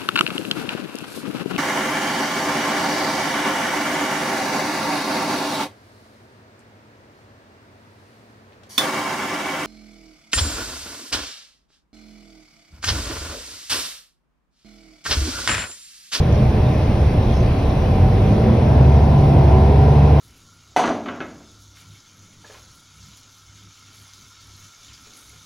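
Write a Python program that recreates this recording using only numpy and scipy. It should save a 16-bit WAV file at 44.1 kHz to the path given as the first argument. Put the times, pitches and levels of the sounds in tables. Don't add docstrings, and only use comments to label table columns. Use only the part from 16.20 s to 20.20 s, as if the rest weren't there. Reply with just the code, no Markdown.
import sys
import numpy as np
from scipy import signal
from scipy.fft import rfft, irfft
from scipy.io import wavfile
from scipy.ndimage import uniform_filter1d

SR = 44100
rng = np.random.default_rng(int(sys.argv[2]) if len(sys.argv) > 2 else 0)


def generate_wav(sig):
    pcm = np.round(np.clip(np.atleast_2d(sig).T, -1, 1) * 32767).astype(np.int16)
    wavfile.write(sys.argv[1], SR, pcm)


N = 176400
T = np.arange(N) / SR

# time in seconds, crankshaft speed in rpm.
CRANK_RPM = [(0, 702), (1.4, 698), (1.6, 791), (1.8, 923), (2.2, 1171), (2.4, 1281), (2.55, 1365),
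             (2.75, 1416), (2.95, 1436), (3.1, 1428), (3.3, 1395), (3.5, 1404), (3.75, 1422), (4, 1453)]
# time in seconds, load from 0 to 1.
ENGINE_LOAD = [(0, 0.01), (1.45, 0.31), (1.7, 0.24), (2.1, 0.63), (2.45, 0.93), (2.75, 0.9), (3.3, 1),
               (4, 0.92)]
# time in seconds, firing tone in dB, its octave in dB.
FIRING_LEVELS = [(0, -34, -21.5), (1.4, -29.5, -26.5), (1.7, -23, -16.5), (1.9, -20, -21.5),
                 (2.2, -27, -20), (2.4, -24, -22.5), (2.6, -12.5, -17.5), (2.8, -14, -19.5),
                 (3.05, -22, -14), (3.28, -15, -19), (3.52, -14, -21), (3.75, -15, -15), (4, -13.5, -15)]
# multiple of the engine cycle, idle level in dB, loaded level in dB.
ENGINE_ORDERS = [(4, -58, -35), (7, -41, -29), (8, -42, -24), (9, -40, -24), (10, -42, -31), (11, -34, -23),
                 (15, -29, -44), (16, -34, -42), (18, -29, -44), (20, -33, -37), (24, -41, -41),
                 (28, -34, -44), (32, -42, -36), (38, -44, -40)]
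# centre in Hz, width in Hz, boost in dB.
CABIN_BOOMS = [(84.3, 9, 4.5), (117.8, 11.6, 2.5), (210, 14, 3), (658, 8.5, 10.5), (756, 17, 2.5),
               (843, 9, 7), (1008, 7.2, 4)]
# frequency in Hz, relative level in dB.
ROAR_COLOUR = [(100, -41), (250, -2.5), (350, -2.5), (480, -0.5), (620, -4), (780, -6), (880, -9),
               (1020, -9), (1250, -19), (1700, -26), (3000, -32.5), (6000, -84.5)]
# centre in Hz, width in Hz, boost or cut in dB.
CABIN_MODES = [(269, 13, -9), (340, 7.7, -3.5), (384, 11, 3), (452, 14, 3), (502, 11, 2), (574, 8.6, -5),
               (604, 22, 4), (670, 12, 1.5), (736, 13, -1.5), (767, 13, 3), (812, 10, -4), (873, 7.4, 0),
               (930, 15, -5.5), (1090, 11, -4)]
# time in seconds, road rumble in dB, engine roar in dB.
BED_LEVELS = [(0, -19.5, -26), (.5, -20.5, -26), (1.3, -21, -26.5), (1.75, -21.5, -24.5), (2.3, -21.5, -23),
              (2.7, -22, -24), (3.3, -22, -24), (4, -26, -23)]
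# multiple of its turn, idle level in dB, loaded level in dB.
SHAFT_ORDERS = [(4, -25.5, -30), (5, -32, -33), (6, -33, -33), (7, -36, -34), (8, -28, -35), (9, -42, -38),
                (11, -44, -45), (12, -40, -38)]
# multiple of its turn, level in dB before the fader.
CHORD_PARTIALS = [(19, -45), (20, -42.5), (21, -39), (22, -35), (24, -33), (25, -43), (26, -44), (28, -39),
                  (30, -41), (31, -43), (32, -47), (33, -49), (43, -56), (44, -57)]
# time in seconds, gain in dB.
CHORD_FADER = [(1.5, -18), (2.3, -10.5), (2.6, -2.5), (3.3, 1), (4, 0.5)]
# frequency in Hz, relative level in dB.
RUMBLE_COLOUR = [(30, -34), (52, -17), (70, -7), (100, -5), (130, 1.5), (170, -3.5), (220, -4.5),
                 (300, -10), (450, -24.5), (1000, -79)]
# multiple of its turn, level in dB.
BLOWER_PARTIALS = [(2, -34), (6, -47.5), (7, -43.5), (8, -40), (9, -46.5)]
# frequency in Hz, relative level in dB.
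HISS_COLOUR = [(200, -5), (900, -1.5), (1400, -1), (1850, -1.5), (2450, 0.2), (2900, -4), (3700, -5.5),
               (4400, -8.5), (5400, -11), (6200, -13), (7200, -47), (8700, -21.5), (11500, -21),
               (13000, -43), (16000, -43)]
# frequency in Hz, relative level in dB.
SHAKE_SPECTRUM = [(8, -4), (22, 0), (33, 5), (46, 6.5), (58, 3), (90, -52)]
# time in seconds, level in dB.
SHAKE_LEVELS = [(0, -30.5), (.6, -28.5), (.9, -30), (1.4, -28.5), (1.85, -30), (2.2, -28.5), (2.4, -37.5),
                (3.05, -28.5), (3.5, -34.5), (4, -34)]
# start in seconds, length in seconds, pitch in Hz, peak level in dB.
BODY_SHUDDERS = [(0.074, 0.25, 125.2, -17.5), (0.157, 0.2, 204.3, -25), (.35, 0.23, 120, -24),
                 (0.79, 0.087, 72, -15), (0.93, 0.046, 90.4, -20), (0.986, 0.035, 94.9, -13.5),
                 (1.478, 0.13, 75.4, -18), (1.64, 0.099, 80.2, -12.5), (1.6, 0.53, 767, -33.5),
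                 (1.707, 0.27, 87.85, -19.5), (1.77, 0.16, 125.6, -19), (1.948, 0.25, 204.7, -21),
                 (2.07, 0.23, 157.3, -23.5), (2.2, 0.18, 221.6, -20), (2.42, 0.22, 245, -25.5)]
# start in seconds, nominal length in seconds, main ring in Hz, level in dB.
RATTLE_BURSTS = [(.095, 0.054, 3070, -45), (.11, .12, 5100, -45), (.6, .16, 4700, -52),
                 (1.09, 0.097, 3220, -42), (1.115, .16, 5360, -48), (2.09, .1, 5270, -55),
                 (2.61, .06, 5300, -53), (3.04, 0.16, 3280, -50)]
# ratio to the main ring, relative level in dB, seconds to fall by 60 dB.
FITTING_MODES = [(.62, -3, .012), (.87, -6, .012), (1, -4, 0.037), (1.13, -1, .012), (1.22, -6, .01)]
# time in seconds, gear mesh pitch in Hz, level in dB.
GEAR_CLIMB = [(2.3, 224, -64), (2.9, 299.4, -50), (3.2, 339.4, -30), (3.47, 394, -26), (3.8, 446, -30.5),
              (4, 456, -30.5)]
# frequency in Hz, left-right likeness (1 is mono).
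STEREO_LIKENESS = [(60, .9996), (140, .998), (210, .988), (310, .95), (480, .76), (720, .7), (1200, .42),
                   (1500, .5), (1900, .86), (2300, .5), (3300, .45), (4100, .6), (4600, .38), (5300, .76),
                   (6500, .75), (16000, .5)]
# frequency in Hz, left minus right in dB.
STEREO_BALANCE = [(70, -.1), (140, -.5), (210, -1), (310, -1.8), (480, -1.3), (720, .2), (1100, .9),
                  (2500, 0)]
# frequency in Hz, lead of the left side in radians.
LEFT_LEAD = [(430, 0), (690, .45), (1030, .3), (1400, 0), (2070, .2), (2700, 1.4), (3900, .5), (4400, 1),
             (4800, .2), (5300, .2), (5900, 1.3), (6500, 2.3), (9000, 1.2), (16000, 1.8)]

BELT_RATIO, BLOWER_HZ, BAND_LIMIT_HZ = 1.354, 94.7, 15760
RATTLE_TAPS_PER_S, RATTLE_SPREAD_DB, RATTLE_PEAK_SHARE = 330, 4, 0.26


def amp(db):
    return 10 ** (np.asarray(db) / 20)


def unit(x):
    return x / np.sqrt(np.mean(abs(x) ** 2) + 1e-20)


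def curve(table, column=1):
    rows = np.array(table, float)
    return np.interp(T, rows[:, 0], rows[:, column])


def at_hz(table, hz):
    f, value = np.transpose(table)
    return np.interp(np.log(hz + 1), np.log(f + 1), value)


def drift(rate_hz):
    f = np.fft.rfftfreq(2048, 1 / 400)
    slow = irfft(rfft(rng.standard_normal(2048)) / (1 + (f / rate_hz) ** 4))
    return np.interp(T, np.arange(2048) / 400, unit(slow))


def tone(hz, db, rough, rough_hz=14):
    turn = np.exp(2j * np.pi * (np.cumsum(hz) / SR + rng.random()))
    flutter = (drift(rough_hz) + 1j * drift(rough_hz)) / np.sqrt(2)
    mid = (1 + rough * flutter) / np.sqrt(1 + rough ** 2)
    likeness = np.clip(at_hz(STEREO_LIKENESS, hz), -.9, 1)
    side = np.sqrt((1 - likeness) / (1 + likeness) / 2) * (drift(1) + 1j * drift(1))
    return np.sqrt(2) * amp(db) * (turn * np.array([mid + side, mid - side])).real


def noise(colour, patchy_db, size=1024):
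    frames, hz = N // (size // 4) + 5, np.fft.rfftfreq(size, 1 / SR)
    a, b, c, d, patches = rng.standard_normal((5, frames, len(hz))).transpose(0, 2, 1)
    patches = unit(uniform_filter1d(uniform_filter1d(patches, size=8, axis=0), size=12, axis=1))
    likeness = at_hz(STEREO_LIKENESS, hz)[:, None]
    mid, side = np.sqrt(1 + likeness) * (a + 1j * b), np.sqrt(1 - likeness) * (c + 1j * d)
    spectra = np.array([mid + side, mid - side]) * amp(at_hz(colour, hz)[:, None] + patchy_db * patches)
    return unit(signal.istft(spectra, nperseg=size, noverlap=size - size // 4)[1][:, :N])


def cabin_lift(hz, modes):
    return sum(db * np.exp(-((hz - centre) / width) ** 2) for centre, width, db in modes)


def order_stack(base_hz, orders, waver_db):
    load, out = curve(ENGINE_LOAD), np.zeros((2, N))
    for multiple, idle_db, load_db in orders:
        hz = multiple * base_hz
        db = idle_db + (load_db - idle_db) * load + cabin_lift(hz, CABIN_BOOMS)
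        out += tone(hz, db + waver_db * load * drift(3), rough=0.26)
    return out


def engine(cycle_hz):
    firing_hz = 6 * cycle_hz
    boom = sum(tone(k * firing_hz, curve(FIRING_LEVELS, k) + .7 * drift(3.4), rough=.16, rough_hz=22)
               for k in (1, 2))
    throb = 1 + 0.07 * np.cos(2 * np.pi * np.cumsum(firing_hz) / SR)
    cabin_eq = amp(cabin_lift(np.fft.rfftfreq(N, 1 / SR), CABIN_MODES))
    roar = noise(ROAR_COLOUR, patchy_db=1.0, size=2048)
    roar = unit(irfft(rfft(roar) * cabin_eq, N)) * amp(curve(BED_LEVELS, column=2))
    return boom + roar * throb + order_stack(cycle_hz, ENGINE_ORDERS, waver_db=0.5)


def belt_shaft(turn_hz):
    fader_db, chord = curve(CHORD_FADER), np.zeros((2, N))
    for multiple, db in CHORD_PARTIALS:
        hz = multiple * turn_hz
        waver_db = 1.2 * drift(rate_hz=1.2)
        chord += tone(hz, db + fader_db + cabin_lift(hz, CABIN_BOOMS) + waver_db, rough=.07)
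    return chord + order_stack(turn_hz, SHAFT_ORDERS, waver_db=1.5)


def road_rumble():
    return noise(RUMBLE_COLOUR, patchy_db=1.5, size=4096) * amp(curve(BED_LEVELS, column=1))


def ventilation():
    hum = sum(tone(np.full(N, k * BLOWER_HZ), db, rough=0.6, rough_hz=8.8) for k, db in BLOWER_PARTIALS)
    ripple_db = 1.1 * unit(uniform_filter1d(rng.standard_normal(N // 2 + 1), size=140))
    hiss = irfft(rfft(noise(HISS_COLOUR, patchy_db=1.13)) * amp(ripple_db), N)
    return hum + amp(-38) * unit(hiss)


def body_shake():
    return noise(SHAKE_SPECTRUM, patchy_db=0.5, size=8192) * amp(curve(SHAKE_LEVELS))


def body_shudders():
    out = np.zeros((2, N))
    for start, length, hz, db in BODY_SHUDDERS:
        swell = np.sin(np.pi * np.clip((T - start) / length, 0, 1))
        out += tone(np.full(N, hz), db, rough=0.24) * swell
    return out


def rattles():
    out, t = np.zeros((2, N)), np.arange(2048) / SR
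    for start, length, hz, db in RATTLE_BURSTS:
        age = np.maximum(T - start, 0) / (length * RATTLE_PEAK_SHARE)
        taps = (rng.random(N) < RATTLE_TAPS_PER_S / SR) * amp(RATTLE_SPREAD_DB * rng.standard_normal(N))
        ring = sum(amp(level - 60 * t / t60) * np.sin(2 * np.pi * (hz * ratio * t + rng.random((2, 1))))
                   for ratio, level, t60 in FITTING_MODES)
        chatter = unit(signal.oaconvolve(taps[None], ring)[:, :N])
        out += amp(db) * chatter * age * np.exp(1 - age)
    return out


def gear_whine():
    return tone(curve(GEAR_CLIMB, column=1), curve(GEAR_CLIMB, column=2), rough=0.27)


def scene():
    crank_hz = curve(CRANK_RPM) / 60
    drive = engine(crank_hz / 2) + belt_shaft(crank_hz * BELT_RATIO)
    bed = road_rumble() + ventilation() + body_shake()
    return drive + bed + body_shudders() + rattles() + gear_whine()


def record(dry):
    hz = np.fft.rfftfreq(N, 1 / SR)
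    left = amp(at_hz(STEREO_BALANCE, hz) / 2) * np.exp(.5j * at_hz(LEFT_LEAD, hz))
    heard = irfft(rfft(dry) * np.array([left, 1 / left]), N)
    lowpass = signal.firwin(511, BAND_LIMIT_HZ, window=("kaiser", 9), fs=SR)
    return signal.oaconvolve(heard, lowpass[None], "same")


dry = scene()
out = record(dry)
generate_wav(out)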